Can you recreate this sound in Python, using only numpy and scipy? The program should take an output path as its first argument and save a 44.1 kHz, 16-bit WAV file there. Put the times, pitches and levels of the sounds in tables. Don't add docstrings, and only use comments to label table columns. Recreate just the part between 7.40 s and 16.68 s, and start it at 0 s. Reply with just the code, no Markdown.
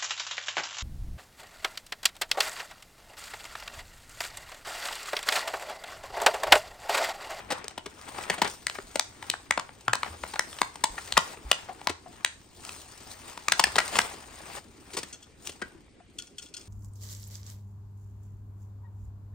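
import sys
import numpy as np
from scipy import signal
from scipy.fft import rfft, irfft, next_fast_len
from scipy.io import wavfile
from scipy.ndimage import uniform_filter1d

SR = 44100
rng = np.random.default_rng(int(sys.argv[2]) if len(sys.argv) > 2 else 0)


def undo_db(level):
    steps = np.asarray(level, float) / 20
    return 10 ** steps


def bounce(signal):
    frames = np.transpose(np.atleast_2d(signal))
    limited = np.clip(frames, -1, 1)
    pcm = np.round(limited * 32767).astype(np.int16)
    wavfile.write(sys.argv[1], SR, pcm)


N = 409248

# (f/Hz, level/dB)
SHEET_COLOUR = [(88, -78.5), (150, -9.5), (830, -4.5), (2400, -5.5), (4510, -6.5), (6170, -10.5),
                (8290, -6.5), (9890, -17.5), (11600, -47), (13800, -20.5), (15600, -23), (16500, -56.5)]
SHEET_MODES = [(1000, 110, -21), (1820, 410, -21)]  # (f/Hz, width/Hz, level/dB)
SHEET_USUAL_DB = (-15, -18)


def evened(x):
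    return x / np.sqrt(np.mean(x ** 2) + 1e-20)


def read(points, hz):
    f, value = np.transpose(points)
    return np.interp(np.log(hz + 1), np.log(f + 1), value)


def causal(gain_db):
    log_gain = np.log(undo_db(np.maximum(gain_db, -100)))
    circle = np.concatenate([log_gain, log_gain[-2:0:-1]])
    spectrum = np.exp(np.conj(signal.hilbert(circle)))
    return np.fft.ifft(spectrum).real[:len(log_gain)]


def ring(x, hz, width_hz):
    r = np.exp(-np.pi * width_hz / SR)
    pole = r * np.exp(2j * np.pi * hz / SR)
    return 2 * signal.lfilter([1 - r], [1, -pole], x).real


def noise(spectrum, same, patchy_db):
    frames, hz = N // 128 + 5, np.fft.rfftfreq(512, 1 / SR)
    a, b, c, d, patches = rng.standard_normal((frames, 257, 5)).T
    patches = evened(uniform_filter1d(uniform_filter1d(patches, 6, 0), 12, 1))
    patches = np.tanh(patches)
    same = np.clip(read(same, hz), -1, 1)[:, None]
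    left, other = a + 1j * b, c + 1j * d
    z = np.array([left, same * left + np.sqrt(1 - same ** 2) * other])
    z = z * undo_db(read(spectrum, hz)[:, None] + patchy_db * patches)
    return evened(signal.istft(z, nperseg=512, noverlap=384)[1][:, :N])


def kind(rows, treble_db, bass_db, bass_db_per_octave):
    return [(s, db, hz, treble_db, bass_db + bass_db_per_octave * np.log2(hz / 1000), ms)
            for s, db, hz, ms in rows]


def snaps(rows, colour, modes, ring_db, q, lumpy_db, usual_db):
    size = 3072
    out, t_ms, hz = np.zeros(N + size), np.arange(size) / SR * 1000, np.fft.rfftfreq(2048, 1 / SR)
    treble = np.clip(np.log2(hz / 1500 + 1e-9) / 2, 0, 1)
    bass = np.clip(np.log2(800 / (hz + 1)), 0, 1)
    draws = rng.standard_normal((len(rows), 2, size))
    for (s, db, ring_hz, treble_db, bass_db, ms), (cracks, lumps) in zip(rows, draws):
        rise = 1 - np.exp(-t_ms / (0.47 + 0.2 * ms))
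        fade = np.exp(-(t_ms / ms / 1.984) ** 1.67)
        uneven = undo_db(lumpy_db * evened(uniform_filter1d(lumps, size=30)))
        burst = rise * fade * cracks * uneven
        tilt_db = (treble_db - usual_db[0]) * treble + (bass_db - usual_db[1]) * bass
        crack = evened(signal.fftconvolve(burst, causal(read(colour, hz) + tilt_db))[:size])
        body = evened(ring(crack, ring_hz, ring_hz / q))
        for mode_hz, width_hz, mode_db in modes:
            body = body + undo_db(mode_db) * evened(ring(crack, mode_hz, width_hz))
        sound = crack + undo_db(ring_db) * evened(body)
        out[round(s * SR):][:size] += undo_db(db) * sound / abs(sound).max()
    return out[:N]


def hum():
    # (f/Hz, level/dB)
    hum_colour = [(12, -46.5), (20, -9), (79, -2), (131, -9.5), (305, 2), (966, -28.5), (2370, -20.5),
                  (7510, -33), (8170, -33), (9410, -38), (10200, -61), (13900, -44), (16500, -58.5)]
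    # (f/Hz, correlation)
    likeness = [(60, 0.6), (180, 0.6), (550, 0.84), (1650, 0.32), (4970, 0.42), (15000, 0.61)]
    return undo_db(-57.5) * noise(hum_colour, likeness, patchy_db=6.0)


def pressure():
    # (t/s, card rub/dB, fibre hiss/dB)
    contact = [(0, -62, -68), (0.5, -62, -68), (1.3, -59, -62), (2.4, -59, -61), (4.3, -59, -59),
               (4.6, -70, -66), (5.1, -67, -62), (5.5, -58, -55), (6.8, -57, -59), (7.4, -63, -62),
               (8.5, -70, -72), (9.28, -71, -72)]
    # (peak t/s, 10 dB swell/s, 10 dB fade/s, card
    # rub/dB, fibre hiss/dB)
    strokes = [(0, .05, .07, -42, -54), (0.16, .07, .1, -42, -58), (0.82, .17, .09, -41, -43),
               (0.94, .04, .025, -33, -41), (1.06, .02, .02, -28, -52), (1.11, .05, .08, -54, -43),
               (1.33, .08, .14, -54.5, -50), (1.53, .11, .2, -59, -52), (1.871, .09, .12, -50, -51),
               (2.68, .08, .11, -44, -47.5), (2.899, .15, .25, -51.5, -48.5), (3.17, .13, .13, -51, -48),
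               (3.62, .12, .16, -50, -46), (3.92, .3, .04, -44.5, -46), (4.2, .25, .2, -50.5, -54),
               (4.44, .1, .06, -51, -57), (4.76, .12, .2, -54, -57),
               (5.27, .07, .2, -51, -44.5), (5.72, .2, .12, -52, -48.5), (5.9, .12, .09, -49, -47),
               (6.16, .09, .4, -45, -48), (6.4, .2, .25, -41, -43), (6.541, .035, .11, -31.5, -33),
               (6.66, .1, .03, -50, -42), (7.18, .25, .02, -43.5, -44), (7.52, .04, .1, -48.5, -50),
               (7.67, .2, .1, -55, -53.5), (8.06, .03, .06, -54.5, -44), (8.25, .2, .13, -57, -61.5),
               (8.84, .08, .06, -73, -57), (9.04, .04, .03, -67, -52), (9.2, .06, .3, -63.5, -59.5)]
    t = np.arange(0, N + 64, 64) / SR
    s, *rest_db = np.transpose(contact)
    power = undo_db(2 * np.array([np.interp(t, s, db) for db in rest_db]))
    for peak, swell, fade, *top_db in strokes:
        slope_db = -10 * np.where(t < peak, (peak - t) / swell, (t - peak) / fade)
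        power = power + undo_db(2 * np.maximum(np.array(top_db)[:, None] + slope_db, -150))
    return [np.interp(np.arange(N) / SR, t, 10 * np.log10(p)) for p in power]


def grains():
    catches = undo_db(6.0 * np.minimum(rng.exponential(1, N), 3)) * (rng.random(N) < 300 / SR)
    drag = evened(signal.oaconvolve(catches, np.exp(-np.arange(1200) / 270))[:N])
    crackle = evened(signal.oaconvolve(catches, np.exp(-np.arange(200) / 35))[:N])
    return evened(1.2 + 0.7 * drag + 0.37 * crackle)


def rubbing():
    # (f/Hz, level/dB)
    card_colour = [(88, -34.5), (150, -10.5), (689, -4), (759, -1), (1430, -5.5), (2410, -8.5),
                   (4000, -17.5), (5200, -30), (8800, -120)]
    # (f/Hz, level/dB)
    fibre_colour = [(1180, -6), (2000, -8.5), (2770, -3.5), (4920, -0.5), (5870, -2.5), (8820, 2),
                    (11900, -21), (12900, -15), (15100, -7), (16100, -18.5), (16500, -34.5)]
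    card_db, hiss_db = pressure()
    card = undo_db(card_db) * grains() * noise(card_colour, [(1000, 0.45)], patchy_db=3.0)
    hiss = undo_db(hiss_db) * grains() * noise(fibre_colour, [(1000, 0.71)], patchy_db=4.0)
    floor_band = signal.butter(2, [42, 110], "band", fs=SR, output="sos")
    rumble = evened(signal.sosfilt(floor_band, rng.standard_normal(N)))
    rumble_db = -45 + 0.27 * uniform_filter1d(card_db, size=4000)
    return card + hiss, undo_db(rumble_db) * rumble


def at_ports(x):
    # (f/Hz, left-right/dB)
    tilt = [(100, 4.5), (300, 3), (700, 6), (2000, 3.5), (5000, 4), (9000, 1.5), (14000, 0.4)]
    # (f/Hz, left lead/rad)
    lead = [(250, 0.13), (550, 0.41), (950, 0.58), (1290, .5), (1550, 2.06), (1890, 0.34), (3360, 0.84),
            (5000, 0.88), (7320, 1.5), (8010, 4.87), (9000, 5.77), (13000, 4.95)]
    size = next_fast_len(N)
    hz, side = np.fft.rfftfreq(size, 1 / SR), np.array([[0.5], [-0.5]])
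    ports = undo_db(read(tilt, hz) * side) * np.exp(1j * read(lead, hz) * side)
    return irfft(rfft(x, size) * ports, size)[:, :N]


def tears():
    # (t/s, peak/dB, ring f/Hz, length/ms)
    glue = [(0.103, -17.5, 766, 9.9), (0.119, -18, 520, 4.5), (0.305, -35, 700, 6.4),
            (0.377, -19.5, 930, 3), (0.459, -24.5, 424, 3.65), (0.681, -31, 1026, 8.2),
            (0.898, -12, 1800, 3.6), (0.977, -24, 664, 9.4), (1.017, -7.5, 890, 3.95),
            (1.043, -16.5, 1426, 5.7), (4.493, -17.5, 403, 5.0), (6.266, -21.5, 783, 7.5),
            (6.553, -10, 1096, 6.2), (6.567, -15.5, 848, 1.7), (6.735, -33.5, 395, 7.7)]
    # (t/s, peak/dB, ring f/Hz, length/ms)
    rips = [
        (0.179, -33.5, 985, 4.3),
        (1.074, -22, 1650, 4.2),
        (7.532, -27, 380, 9.1),
        (7.567, -19.5, 1040, 8.2),
        (7.585, -26.5, 5200, 4.2),
        (7.63, -23, 1864, 3.5),
        (8.091, -26.5, 3080, 5.0),
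    ]
    rows = kind(glue, -19, -14.5, -0.6) + kind(rips, -6, -5, 1.5)
    return snaps(rows, SHEET_COLOUR, SHEET_MODES, ring_db=-5.5, q=7.7, lumpy_db=3.5, usual_db=SHEET_USUAL_DB)


def room(x, wet_db):
    # (f/Hz, t60/s)
    decay = [(200, 0.17), (1000, 0.31), (3000, 0.28), (8000, 0.39), (15000, 0.033)]
    # (delay/s, level/dB)
    echoes = [
        (0.0134, -14),
        (.021, -33),
        (.029, -23),
    ]
    taps = np.zeros((2, SR // 2))
    at = np.arange(200, SR // 2 - 20, 20) + rng.integers(0, 20, (2, (SR // 2 - 201) // 20))
    np.put_along_axis(taps, at, rng.choice([-1., 1.], at.shape), 1)
    hz, t, z = signal.stft(taps, SR, nperseg=256)
    tail = signal.istft(z * undo_db(-60 * t / read(decay, hz)[:, None]), SR, nperseg=256)[1]
    tail = tail * np.clip(np.arange(tail.shape[1]) / SR / 0.012, 0, 1)
    tail = undo_db(wet_db) * tail / np.linalg.norm(tail[0])
    for s, db in echoes:
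        smear = rng.standard_normal((2, 130)) * np.exp(-np.arange(130) / 80)
        tail[:, round(s * SR):][:, :130] += undo_db(db) * smear / np.linalg.norm(smear[0])
    dull = signal.lfilter([0.55], [1, -0.45], x)
    return signal.fftconvolve(dull[None], tail, axes=1)[:, :N]


def buckles():
    # (t/s, peak/dB, ring f/Hz, length/ms)
    ticks = [
        (0.281, -18, 442, 0.97),
        (1.899, -6, 3480, 1.46),
        (2.408, -39.5, 877, 3),
        (3.674, -30, 1910, 3.2),
        (5.25, -25.5, 1350, 0.88),
        (6.478, -20, 1817, 2.6),
        (8.071, -19.5, 3070, 1.6),
    ]
    # (t/s, peak/dB, ring f/Hz, length/ms)
    cracks = [(0.242, -25.5, 436, 2.3), (0.613, -32.5, 1235, 1.6), (1.268, -9.5, 1880, 1.2),
              (1.298, -16.5, 2310, 0.67), (1.556, -12.5, 624, 2.46), (1.595, -6.5, 4970, 1.5),
              (2.553, -15, 988, 1.4), (2.993, -5.5, 1860, 1.38), (3.356, -25.5, 894, 2),
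              (3.438, -3, 920, 2.4), (3.722, -11, 4600, 1.65), (3.774, -0.5, 1100, 2.16),
              (4.114, -4, 2860, 1.9), (4.847, -3, 3360, 1.1), (5.291, -26, 2500, 1.6),
              (6.083, -7.5, 1180, 1.14), (6.12, -5, 1670, 2), (6.194, -2, 970, 3.15),
              (6.238, -1, 1750, 2.8), (6.364, -13, 437, 0.91), (6.615, -21, 4910, 2)]
    # (t/s, peak/dB, ring f/Hz, length/ms)
    folds = [(0.836, -27, 2450, 2), (1.825, -23.5, 840, 2), (2.108, -6, 1420, 1.07),
             (2.196, -15, 1160, 1.7), (2.532, -7.5, 1300, 1.8), (2.936, -22.5, 853, 2.9),
             (3.128, -30, 3400, 1.5), (3.185, -25.5, 3640, 4.1), (3.216, -4, 990, 1.4),
             (4.471, -3, 955, 1.6), (5.975, -25, 960, 1.6), (6.356, -11.5, 3530, 1.9),
             (6.382, -5, 1967, 3.1), (6.402, -13, 2040, 1.9), (6.466, -38, 762, 1.8),
             (6.587, -3.5, 1740, 2)]
    # (t/s, peak/dB, ring f/Hz, length/ms)
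    pops = [(0.782, -23.5, 740, 3.6), (1.352, -27, 2250, 3.8), (1.385, -24, 390, 1.9),
            (1.935, -17.5, 1750, 3), (2.175, -14, 945, 2.25), (2.29, -31, 840, 1.6),
            (2.48, -7.5, 1010, 1.9), (2.631, -12.5, 1140, 1.7), (2.835, -19.5, 656, 2.2),
            (2.957, -24.5, 1350, 2.4), (3.579, -22.5, 1830, 4.8), (3.769, -4.5, 1737, 1.68),
            (3.971, -36, 428, 2.6), (4.414, -31, 825, 1.8)]
    rows = kind(ticks, 0.1, -26, 8) + kind(cracks, -14, -21, -5)
    rows = rows + kind(folds, -21, -24, -4) + kind(pops, -33, -24, -11)
    return snaps(rows, SHEET_COLOUR, SHEET_MODES, ring_db=-5, q=6.8, lumpy_db=4.0, usual_db=SHEET_USUAL_DB)


def thuds():
    # (t/s, peak/dB, f/Hz)
    presses = [
        (1.429, -48, 37.7),
        (2.477, -36.5, 118),
        (2.701, -39, 80),
        (2.819, -40.5, 67.3),
        (3.499, -40.5, 39.4),
        (3.739, -41, 48.4),
        (4.049, -33, 53),
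        (4.489, -42, 86.1),
        (6.249, -40, 68.6),
    ]
    out, t = np.zeros(N + 8000), np.arange(8000) / SR
    for s, db, hz in presses:
        swell = t / 0.015 * np.exp(1 - t / 0.014)
        out[round(s * SR):][:8000] += undo_db(db) * swell * np.sin(2 * np.pi * hz * t)
    return out[:N]


def pushes():
    # (t/s, peak/dB, ring f/Hz, length/ms)
    knocks = [
        (4.284, -27.5, 756, 12.6),
        (4.657, -37, 702, 9.3),
        (8.599, -47, 703, 4.4),
    ]
    # (t/s, peak/dB, ring f/Hz, length/ms)
    bumps = [
        (8.216, -22.5, 1550, 4.9),
        (8.345, -42, 330, 6.5),
    ]
    rows = kind(knocks, -32, -16, 0) + kind(bumps, -6, 3, -3)
    return snaps(rows, SHEET_COLOUR, SHEET_MODES, ring_db=17.0, q=12.0, lumpy_db=4.5, usual_db=SHEET_USUAL_DB)


def rattles():
    # (t/s, peak/dB, ring f/Hz, length/ms)
    hits = [(7.7257, -30.5, 6110, 9.5), (7.8236, -38, 3230, 8.8), (8.1165, -40.5, 4900, 5.2),
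            (8.7839, -21, 3450, 5.5), (8.8208, -29.5, 4530, 2.5), (8.8691, -41, 5650, 6.0),
            (8.982, -28.5, 3210, 6.0), (9.0199, -34, 5250, 7.6), (9.0571, -40, 3360, 8.4),
            (9.084, -45, 5100, 5), (9.1387, -28, 4310, 4.8), (9.1651, -28, 5000, 6.0),
            (9.2075, -33.5, 5000, 6.0)]
    # (f/Hz, level/dB)
    car_colour = [(180, 5), (300, -11), (970, -78), (1430, 8.5), (2170, 6.5), (3410, 9), (3770, -4),
                  (8300, 1.5), (11000, -22), (13700, -13.5), (16500, -35.5)]
    # (f/Hz, width/Hz, level/dB)
    axle_modes = [(1420, 60, -9), (2700, 90, -9), (3350, 80, -5), (4310, 100, -5), (5160, 100, -5),
                  (6110, 90, -7), (6750, 90, -8), (8400, 200, -7)]
    rows = kind(hits, 6, -28, 0)
    return snaps(rows, car_colour, axle_modes, ring_db=7.5, q=13.0, lumpy_db=5.5, usual_db=(-15, -12))


def scene():
    rub, rumble = rubbing()
    hits = tears() + buckles() + pushes() + rattles()
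    return at_ports(hits + rub) + room(hits, wet_db=-13.5) + rumble + thuds() + hum()


def top_cut(x):
    return signal.sosfilt(signal.butter(12, 16830, fs=SR, output="sos"), x)


def record(dry):
    hz, _, z = signal.stft(dry, SR, nperseg=1024)
    power = abs(z) ** 2
    level_db = 10 * np.log10(uniform_filter1d(power.mean(0), size=14, axis=0) + 1e-16)
    open_db = read([(9300, -115), (10400, -73), (12000, -91), (12900, -103), (16000, -100)], hz)[:, None]
    shut_db = -40 * np.clip((open_db - level_db) / 3, 0, 1) * (hz > 9000)[:, None]
    loud_db = 10 * np.log10(power.sum((0, 1)) + 1e-12)
    jump_db = np.diff(loud_db, prepend=0)
    shut_db = shut_db * np.clip((9.5 - jump_db) / 2, 0, 1)
    thinned = signal.istft(z * undo_db(shut_db), SR, nperseg=1024)[1][:, :N]
    return top_cut(np.clip(thinned, -1, 1))


dry = scene()
out = record(dry)
bounce(out)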